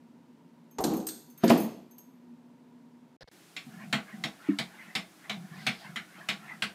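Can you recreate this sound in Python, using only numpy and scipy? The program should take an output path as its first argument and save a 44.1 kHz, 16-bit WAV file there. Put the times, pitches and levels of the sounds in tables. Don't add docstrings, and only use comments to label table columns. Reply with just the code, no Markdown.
import sys
import numpy as np
from scipy import signal
from scipy.fft import rfft, irfft, next_fast_len
from scipy.io import wavfile
from scipy.ndimage import uniform_filter1d

SR = 44100
rng = np.random.default_rng(int(sys.argv[2]) if len(sys.argv) > 2 else 0)


def store_pcm(level_fs):
    pcm = np.round(np.clip(level_fs, -1, 1) * 32767).astype(np.int16)
    wavfile.write(sys.argv[1], SR, np.atleast_2d(pcm).T)


N = 297234
TIME_S = np.arange(N) / SR
AGE_S = TIME_S[:SR * 3 // 4]


# frequency in Hz, density in dB per Hz.
LOUNGE_AIR = [(24, -91), (40, -62), (91, -34), (166, -11), (202, -22), (218, -13), (241, -4), (325, -21.5),
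              (350, -15.5), (377, -23.5), (417, -23), (817, -31), (926, -26), (1050, -33.5), (15500, -57)]
# centre in Hz, width in Hz, level in dB.
FAN_HUM = [(240.4, 5.3, -59), (173, 16, -73), (942, 120, -74)]
# frequency in Hz, t60 in seconds.
LOUNGE_T60 = [(200, 0.56), (1000, 0.48), (4000, 0.56), (12000, 0.56)]

# start in seconds, level in dB, thinnest ring relative to it in dB.
JINGLES = [(0.7103, -60, -8), (0.8056, -40.5, -16), (0.8395, -35, -11), (0.9344, -44, -18),
           (0.967, -43, -8), (1.0675, -30, -13), (1.2989, -58, -3), (1.3758, -50, -6), (1.4416, -38.5, -6),
           (1.502, -35.5, -5), (1.575, -38, -12), (1.601, -44, 6), (1.6324, -47, -1), (1.9101, -56, -19),
           (1.9815, -48, -21)]
# frequency in Hz, level in dB, t60 in seconds.
BELL_LOW = [(6386, 3, 0.43), (6310, 4, 0.2), (6500, -1, .25)]
BELL_MIDDLE = [(8400, -13, .3), (8940, -2.5, 0.13), (8850, -15, 0.28), (12350, -14, 0.16), (12330, 3, 0.15),
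               (12700, 12, 0.14), (12840, 2, 0.094), (12800, -10, .24), (13050, -8, .16)]
BELL_HIGH = [(10810, -13, 0.21), (11000, -7, 0.13), (14500, -4, .21), (15100, -3, 0.086), (14980, -6, .14)]
# frequency in Hz, density in dB per Hz.
BELL_SHELL = [(4000, -20.5), (5000, -18.0), (7500, -17.5), (8900, -13.5), (10000, -21),
              (11800, -13), (12750, -0.5), (13700, -25), (14800, -16), (15600, -25)]

# start in seconds, boom in dB, knock in dB.
WINDOW_BUMPS = [(0.784, -32, -24), (0.84, -25, -25), (0.867, -25.5, -34), (0.914, -27.5, -34.5),
                (0.936, -29.5, -31.5), (0.963, -34, -44)]
# start in seconds, level in dB.
CLAWS = [(0.7837, -39), (0.839, -27.5), (0.8664, -44.5), (0.9987, -50.5), (1.0867, -35), (1.478, -33),
         (1.496, -29)]
# frequency in Hz, level in dB, t60 in seconds.
WINDOW_FRAME = [(165.5, -5, 0.23), (227.6, -0.5, 0.43), (315, 8.5, 0.43), (402, -1, 0.48),
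                (444, -4.5, 0.24), (509, -6, 0.51), (578, -6.5, 0.36), (739, -9, 0.18), (797, -16, 0.21)]
# frequency in Hz, density in dB per Hz.
BOOM = [(53, -63), (90, -34), (119, -18.5), (226, 0.5), (270, -2), (339, -4.5), (415, -16), (450, -23),
        (580, -51.5), (990, -120)]
KNOCK = [(220, -21), (380, -3.5), (448, -2.5), (542, -17.5), (746, -6), (835, -11.5), (875, -15),
         (1300, -23.5), (1690, -41.5), (2860, -120)]
SCUFF = [(710, -36), (1200, 1.5), (1430, -1.5), (1980, -3.5), (2140, -4.5), (3060, -8.5), (4580, -10),
         (7780, -23), (12000, -22), (15600, -45), (22000, -120)]
SCRAPE = [(880, -28), (1500, -2.5), (2120, -15), (4410, 0.5), (5200, -5), (6610, -0.5), (11500, -16.5),
          (12600, -14), (15000, -23)]

# start in seconds, boom in dB, knock in dB, scuff in dB, lead-in in seconds.
LANDINGS = [(1.435, -15, -23.5, -32, 0.0038), (1.5, -13, -15.5, -22.5, 0.028)]
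# frequency in Hz, level in dB, t60 in seconds.
FLOOR = [(179.3, -12.5, 0.38), (229, 2.5, 0.18), (334.6, -10.5, 0.31), (374.5, 1, 0.082), (438, -13, 0.19),
         (535, -16, 0.36), (677, -11, 0.15), (982, -18.5, 0.11)]
# frequency in Hz, density in dB per Hz.
THUD = [(250, -24), (420, -5), (471, -1), (594, -7.5), (663, 0.5), (780, -9.5), (871, -8.5), (1200, -17.5),
        (1560, -50), (2640, -120)]

# start in seconds, end in seconds, level in dB.
CLICKS = [(3.209, 3.233, -50.5), (3.276, 3.289, -53.5)]
# start in seconds, end in seconds, level in dB.
POP = (3.231, 3.242, -45)
# frequency in Hz, density in dB per Hz.
CLICK = [(88, -36), (150, 2.5), (312, -23), (485, 1.5), (1240, -18), (1690, -7), (2620, -21.5), (4800, -10),
         (7050, -33), (12000, -38), (15600, -71), (22000, -120)]
BREAK_HISS = [(300, -6), (1900, -9), (2120, -4), (2190, 16), (2260, -6), (4000, -8), (6000, -16),
              (15000, -24)]

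# frequency in Hz, density in dB per Hz.
BATH_AIR = [(24, -54), (40, -40), (101, -16), (166, 2), (253, -2.5), (325, 0), (496, -12.5), (740, -9.5),
            (903, -12), (1160, -12), (1310, -12), (10900, -21), (15500, -26)]
# frequency in Hz, t60 in seconds.
BATHROOM_T60 = [(300, 0.43), (1000, 0.24), (2500, 0.19), (6000, 0.19), (13000, 0.16)]

# start in seconds, slap in dB, weight behind it in dB,
# snap of a flat landing in dB, slap centre in Hz.
TAPS = [(3.565, -34, -62, -40, 2400), (3.927, -22.5, -30.5, -32, 1860), (4.238, -29, -37.5, -30, 2730),
        (4.587, -29.5, -36, -24, 2070), (4.952, -26.5, -41, -25.5, 2205), (5.296, -30, -39.5, -38, 2300),
        (5.666, -22.5, -35.5, -30.5, 2315), (5.959, -30.5, -47.5, -45, 1890),
        (6.287, -25.5, -39.5, -28, 2420), (6.622, -25, -41, -28, 2050)]
# frequency in Hz, density in dB per Hz.
SLAP = [(710, -31), (1200, -7), (1370, -3.5), (1890, -1.5), (2020, -0.5), (2210, 1), (2710, -3), (3060, -4),
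        (3850, -1), (5500, -32), (7150, -51), (12100, -120)]
SNAP = [(2000, -52), (3200, 4), (3800, 4), (4700, 5.0), (5300, -12.5), (6200, -40)]
TICK = [(2820, -7), (4800, -1.5), (5370, 2), (5990, -7), (7210, -6.5), (10300, -11.5), (14900, -19),
        (15500, -17)]
GLASS_KNOCK = [(200, -21), (340, -2), (378, -8.5), (500, 3), (556, -11), (660, 10), (756, 2), (817, 8.5),
               (882, 2), (1400, 0.5), (1820, -50), (3080, -120)]
# frequency in Hz, level in dB, t60 in seconds.
PANE = [(690, -7.5, 0.44), (755, 2.5, 0.18), (1122, -1.5, 0.26), (1573, -1.5, 0.17), (2035, 13, 0.13),
        (2120, 11.5, 0.11), (2400, 8, 0.15), (2700, 0, 0.12), (3050, 11, 0.14), (3296, 11, 0.12),
        (3540, -16, .15), (3950, 3, 0.14), (4280, 5.5, 0.16), (4860, -6, 0.15), (7100, -11.5, 0.099)]
PANEL = [(148.6, -1.5, .16), (184.7, -6.5, 0.3), (216.1, 4, 0.19), (249, -6.5, 0.18), (320, -14.5, 0.19)]

# start in seconds, end in seconds, level in dB, panel pitch in Hz.
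SLIDES = [(3.658, 3.942, -44, 206.5), (4.135, 4.26, -43, 200), (4.76, 4.898, -56, 206),
          (5.3, 5.454, -44, 184.4), (5.51, 5.678, -43.5, 177), (5.855, 6.0, -47, 176),
          (6.16, 6.275, -54, 193), (6.38, 6.6, -52.5, 185)]
# frequency in Hz, density in dB per Hz.
PAD_DRAG = [(70, -55), (140, -1.0), (210, 3), (270, -15), (420, -43.0), (900, -56)]

# fastest moment in seconds, level in dB, rise in seconds, fall in seconds.
STROKES = [(3.835, -49, .1, .035), (4.1, -47.5, 0.034, 0.089), (4.495, -42.5, .065, 0.048),
           (4.81, -48, 0.11, 0.22), (5.255, -49, .038, .06), (5.6, -49, 0.12, 0.11),
           (5.865, -42.5, .045, 0.055), (6.181, -46.5, 0.069, .11), (6.511, -42.5, 0.083, 0.049)]
# start in seconds, end in seconds, level in dB.
BRUSH = (5.62, 5.81, -55.5)
# frequency in Hz, density in dB per Hz.
FUR = [(320, -49), (550, -12.5), (658, -2.5), (953, -7.5), (1040, 1), (1220, -8), (1270, -3.5), (1980, -8),
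       (2490, -8), (6000, -32.5), (7800, -62), (13200, -120)]
BRIGHT_FUR = [(1000, -30), (2500, -7.0), (3700, -3.5), (5000, -3), (5800, -15), (9000, -19), (15000, -26)]

# frequency in Hz, level in dB, t60 in seconds.
HOLLOW = [(202, -7.5, 0.18), (288, -5, 0.17), (306.3, 5, 0.074), (351, -15, 0.12)]

LOUNGE_DB, BREAK_DB, BATH_DB = -57, -78, -57.5
LOW_RING_DB, LOW_RING_GROWTH = -36, 0.55
SCUFF_DB = -23
TICK_DB, TICK_FROM_SNAP = -6.5, 0.39
CLAW_HZ, CLAW_SPREAD_OCTAVES = 7490, 0.14
STROKE_SHAPE = 1.41
SLOW_HZ, FAST_HZ = 1450, 2040
BRUSH_FADE_S, LIFT_S = 0.11, 0.05
HOLLOW_S, HOLLOW_DB = 4.4865, -21.5
TOP_HZ = 15500


def amp(db):
    return 10 ** (np.asarray(db) / 20)


def unit(x):
    return x / np.sqrt(np.mean(x ** 2) + 1e-20)


def struck(x):
    return x / np.sqrt(np.mean(x[:SR // 40] ** 2) + 1e-20)


def along(points, hz):
    f, v = np.transpose(points)
    return np.interp(np.log(hz + 1), np.log(f + 1), v)


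def filtered(x, response):
    size = next_fast_len(len(x) + 8192)
    spectrum = rfft(x, size) * response(np.fft.rfftfreq(size, 1 / SR))
    return irfft(spectrum, size)[:len(x)]


def noise(spectrum, size):
    return unit(filtered(rng.standard_normal(size), lambda hz: amp(along(spectrum, hz))))


def gate(start_s, end_s, fade_s):
    return np.clip(1 + np.minimum(TIME_S - start_s, end_s - TIME_S) / fade_s, 0, 1)


def add(track, s, sound):
    part = track[round(s * SR):][:len(sound)]
    part += sound[:len(part)]


def burst(spectrum, room_t60, direct_db, direct_t60_s, attack_s):
    hz, t, z = signal.stft(noise(spectrum, len(AGE_S)), SR, nperseg=256)
    comb_db = 3 * unit(uniform_filter1d(rng.standard_normal(len(hz)), 2)) * np.clip(hz / 2500, 0, 1)
    decay_db = -60 * t / along(room_t60, hz)[:, None]
    tail = signal.istft(z * amp(comb_db[:, None] + decay_db), SR, nperseg=256)[1][:len(AGE_S)]
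    direct = amp(direct_db) * np.exp(-np.log(1000) * AGE_S / direct_t60_s)
    return struck(tail * (1 + direct) * (1 - np.exp(-AGE_S / attack_s)))


def ring(modes, attack_s, scatter_db, detune):
    hz, db, t60_s = np.transpose(modes)[:, :, None]
    level, pitch = rng.standard_normal((2, len(modes), 1))
    waves = amp(db + scatter_db * level) * np.sin(2 * np.pi * hz * (1 + detune * pitch) * AGE_S)
    decaying = np.sum(waves * np.exp(-np.log(1000) * AGE_S / t60_s), 0)
    return struck(decaying * (1 - np.exp(-AGE_S / attack_s)))


def living_room_air():
    air = amp(LOUNGE_DB) * noise(LOUNGE_AIR, N)
    for centre_hz, width_hz, db in FAN_HUM:
        hum = filtered(rng.standard_normal(N), lambda hz: 1 / (1 + (2 * (hz - centre_hz) / width_hz) ** 2))
        air += amp(db) * unit(hum)
    return air * gate(0, 3.165, fade_s=0.0025)


def collar_bell(bounces_hz=70, bounce_db=-8, rise_s=0.0019):
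    out = np.zeros(N)
    for s, db, thin_db in JINGLES:
        low_db = LOW_RING_DB + LOW_RING_GROWTH * db
        add(out, s, amp(low_db) * ring(BELL_LOW, rise_s, scatter_db=10, detune=0.00034))
        add(out, s, amp(db - 9.5) * burst(BELL_SHELL, LOUNGE_T60, 18.5, direct_t60_s=0.04, attack_s=rise_s))
        delays_s = np.append(0, np.cumsum(rng.uniform(0.5, 1.5, size=2) / bounces_hz))
        for k, late_s in enumerate(delays_s):
            hit_db = db + k * bounce_db
            middle = ring(BELL_MIDDLE, rise_s / 2, scatter_db=10, detune=0.004)
            high = ring(BELL_HIGH, rise_s / 2, scatter_db=2, detune=0.004)
            add(out, s + late_s, amp(hit_db - 9.0) * middle)
            add(out, s + late_s, amp(hit_db + thin_db - 7.5) * high)
    return out


def leap():
    out = np.zeros(N)
    for s, boom_db, knock_db in WINDOW_BUMPS:
        frame = ring(WINDOW_FRAME, attack_s=0.0016, scatter_db=4.0, detune=0.0147)
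        boom = burst(BOOM, LOUNGE_T60, direct_db=-7, direct_t60_s=0.16, attack_s=0.0035)
        knock = burst(KNOCK, LOUNGE_T60, direct_db=-12.0, direct_t60_s=0.082, attack_s=0.002)
        scuff = burst(SCUFF, LOUNGE_T60, direct_db=10.0, direct_t60_s=0.04, attack_s=0.00053)
        add(out, s, amp(boom_db - 5.5) * frame)
        add(out, s, amp(boom_db - 9.5) * boom)
        add(out, s, amp(knock_db - 8.0) * knock)
        add(out, s, amp(knock_db + SCUFF_DB) * scuff)
    for s, scrape_db in CLAWS:
        scrape = burst(SCRAPE, LOUNGE_T60, direct_db=13, direct_t60_s=0.051, attack_s=0.00073)
        add(out, s, amp(scrape_db - 7.0) * scrape)
    return out


def landing():
    out = np.zeros(N)
    for s, boom_db, knock_db, scuff_db, lead_s in LANDINGS:
        brush = noise(SCUFF, len(AGE_S)) * np.exp(-AGE_S[::-1] / lead_s)
        boards = ring(FLOOR, attack_s=0.005, scatter_db=0, detune=0.0045)
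        boom = burst(BOOM, LOUNGE_T60, direct_db=-0.5, direct_t60_s=0.087, attack_s=0.004)
        knock = burst(THUD, LOUNGE_T60, direct_db=8, direct_t60_s=0.076, attack_s=0.0029)
        scuff = burst(SCUFF, LOUNGE_T60, direct_db=11.5, direct_t60_s=0.073, attack_s=0.0022)
        add(out, s - AGE_S[-1], amp(scuff_db - 11.0) * brush)
        add(out, s, amp(boom_db - 2.5) * boards)
        add(out, s, amp(boom_db - 8.0) * boom)
        add(out, s, amp(knock_db - 5.5) * knock)
        add(out, s, amp(scuff_db - 5.5) * scuff)
    return out


def break_sounds():
    levels = sum(amp(db) * gate(start_s, end_s, fade_s=0.001) for start_s, end_s, db in CLICKS)
    clicks = noise(CLICK, N) * levels
    pop_start_s, pop_end_s, pop_db = POP
    pop = amp(pop_db) * gate(pop_start_s, pop_end_s, fade_s=0.00025)
    hiss = amp(BREAK_DB) * noise(BREAK_HISS, N) * gate(3.21, 3.315, fade_s=0.005)
    return clicks + pop + hiss


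def bathroom_air():
    return amp(BATH_DB) * noise(BATH_AIR, N) * gate(3.315, N / SR, fade_s=0.0016)


def paw_taps():
    out = np.zeros(N)
    for s, slap_db, weight_db, snap_db, centre_hz in TAPS:
        pad = [(hz, db - 5 * np.log2(hz / centre_hz) ** 2) for hz, db in SLAP]
        slap = burst(pad, BATHROOM_T60, direct_db=-14, direct_t60_s=0.021, attack_s=0.00049)
        add(out, s, amp(slap_db - 5.5) * slap)
        snap = burst(SNAP, BATHROOM_T60, direct_db=-5, direct_t60_s=0.02, attack_s=0.0003)
        add(out, s, amp(snap_db - 12.5) * snap)
        glass = ring(PANE + [(centre_hz, 6, 0.14)], attack_s=0.001, scatter_db=3, detune=0.008)
        add(out, s, amp(slap_db - 10.5) * glass)
        tick_db = slap_db + TICK_DB + TICK_FROM_SNAP * (snap_db - slap_db)
        claw_hz = CLAW_HZ * 2 ** (CLAW_SPREAD_OCTAVES * rng.standard_normal())
        resonance = [(claw_hz / 2, -80), (claw_hz, 0), (claw_hz * 1.5, -80)]
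        claw = burst(resonance, BATHROOM_T60, direct_db=7, direct_t60_s=0.031, attack_s=0.00033)
        tick = burst(TICK, BATHROOM_T60, direct_db=-6, direct_t60_s=0.017, attack_s=0.00015)
        add(out, s, amp(tick_db - 15.5) * claw)
        add(out, s, amp(tick_db - 7.0) * tick)
        knock_spectrum = [(100, -60)] + list(GLASS_KNOCK)
        knock = burst(knock_spectrum, BATHROOM_T60, direct_db=-22, direct_t60_s=0.027, attack_s=0.0029)
        flex = ring(PANEL, attack_s=0.0097, scatter_db=4, detune=0.031)
        add(out, s, amp(weight_db - 6.0) * knock)
        add(out, s + 0.0039, amp(weight_db - 2.5) * flex)
    return out


def judder(slips_hz=29, swell_s=0.012):
    out = np.zeros(N)
    push = (AGE_S / swell_s) ** 2 * np.exp(2 * (1 - AGE_S / swell_s))
    for start_s, end_s, db, panel_hz in SLIDES:
        chance = rng.standard_normal((16, 3))
        for s, (late, size, pitch) in zip(np.arange(start_s, end_s, 1 / slips_hz), chance):
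            wave = np.sin(2 * np.pi * panel_hz * (1 + 0.1 * pitch) * AGE_S)
            strength = amp(db + 1.2 * size)
            stir = amp(-19.5) * ring(PANE[:2], attack_s=0.0097, scatter_db=0.5, detune=0.013)
            add(out, s + 0.00295 * late, strength * (amp(1.0) * push * wave + stir))
        out += amp(db - 7) * gate(start_s, end_s, fade_s=0.017) * noise(PAD_DRAG, N)
    return out


def swishes(focus_db=9, focus_octaves=0.28):
    slaps_s = np.array(TAPS)[:, 0]
    speeds = []
    for s, _, rise_s, fall_s in STROKES:
        span_s = np.where(TIME_S < s, rise_s, fall_s)
        speed = np.exp(-np.abs((TIME_S - s) / span_s) ** STROKE_SHAPE)
        next_slap_s = slaps_s[slaps_s > s][0]
        speeds.append(speed * gate(0, next_slap_s, LIFT_S))
    speeds = np.array(speeds)
    level = amp([db for _, db, _, _ in STROKES]) @ speeds
    centre_hz = SLOW_HZ + (FAST_HZ - SLOW_HZ) * speeds.max(axis=0)

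    hz, t, z = signal.stft(noise(FUR, N), SR, nperseg=1024)
    distance = np.log2((hz[:, None] + 1) / np.interp(t, TIME_S, centre_hz)) / focus_octaves
    patches = uniform_filter1d(rng.standard_normal(z.shape), size=5, axis=0)
    patches = unit(uniform_filter1d(patches, size=4, axis=1))
    shape_db = focus_db * np.exp(-distance ** 2) + 4.85 * patches
    hiss = unit(signal.istft(z * amp(shape_db), SR, nperseg=1024)[1][:N])

    start_s, end_s, brush_db = BRUSH
    rub = amp(brush_db) * gate(start_s, end_s, BRUSH_FADE_S) * noise(BRIGHT_FUR, N)
    return amp(-3) * level * hiss + rub


def hollow_bump():
    out = np.zeros(N)
    add(out, HOLLOW_S, amp(HOLLOW_DB) * ring(HOLLOW, attack_s=0.012, scatter_db=0, detune=0))
    return signal.sosfilt(signal.butter(4, 520, fs=SR, output="sos"), out)


def scene():
    lounge = living_room_air() + collar_bell() + leap() + landing()
    bathroom = bathroom_air() + paw_taps() + judder() + swishes() + hollow_bump()
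    return (lounge + break_sounds() + bathroom)[None]


def record(dry):
    thin = signal.sosfilt(signal.butter(2, 65, "high", fs=SR, output="sos"), dry[0])
    return filtered(thin, lambda hz: 1 / np.sqrt(1 + (hz / TOP_HZ) ** 200))[None]


dry = scene()
out = record(dry)
store_pcm(out)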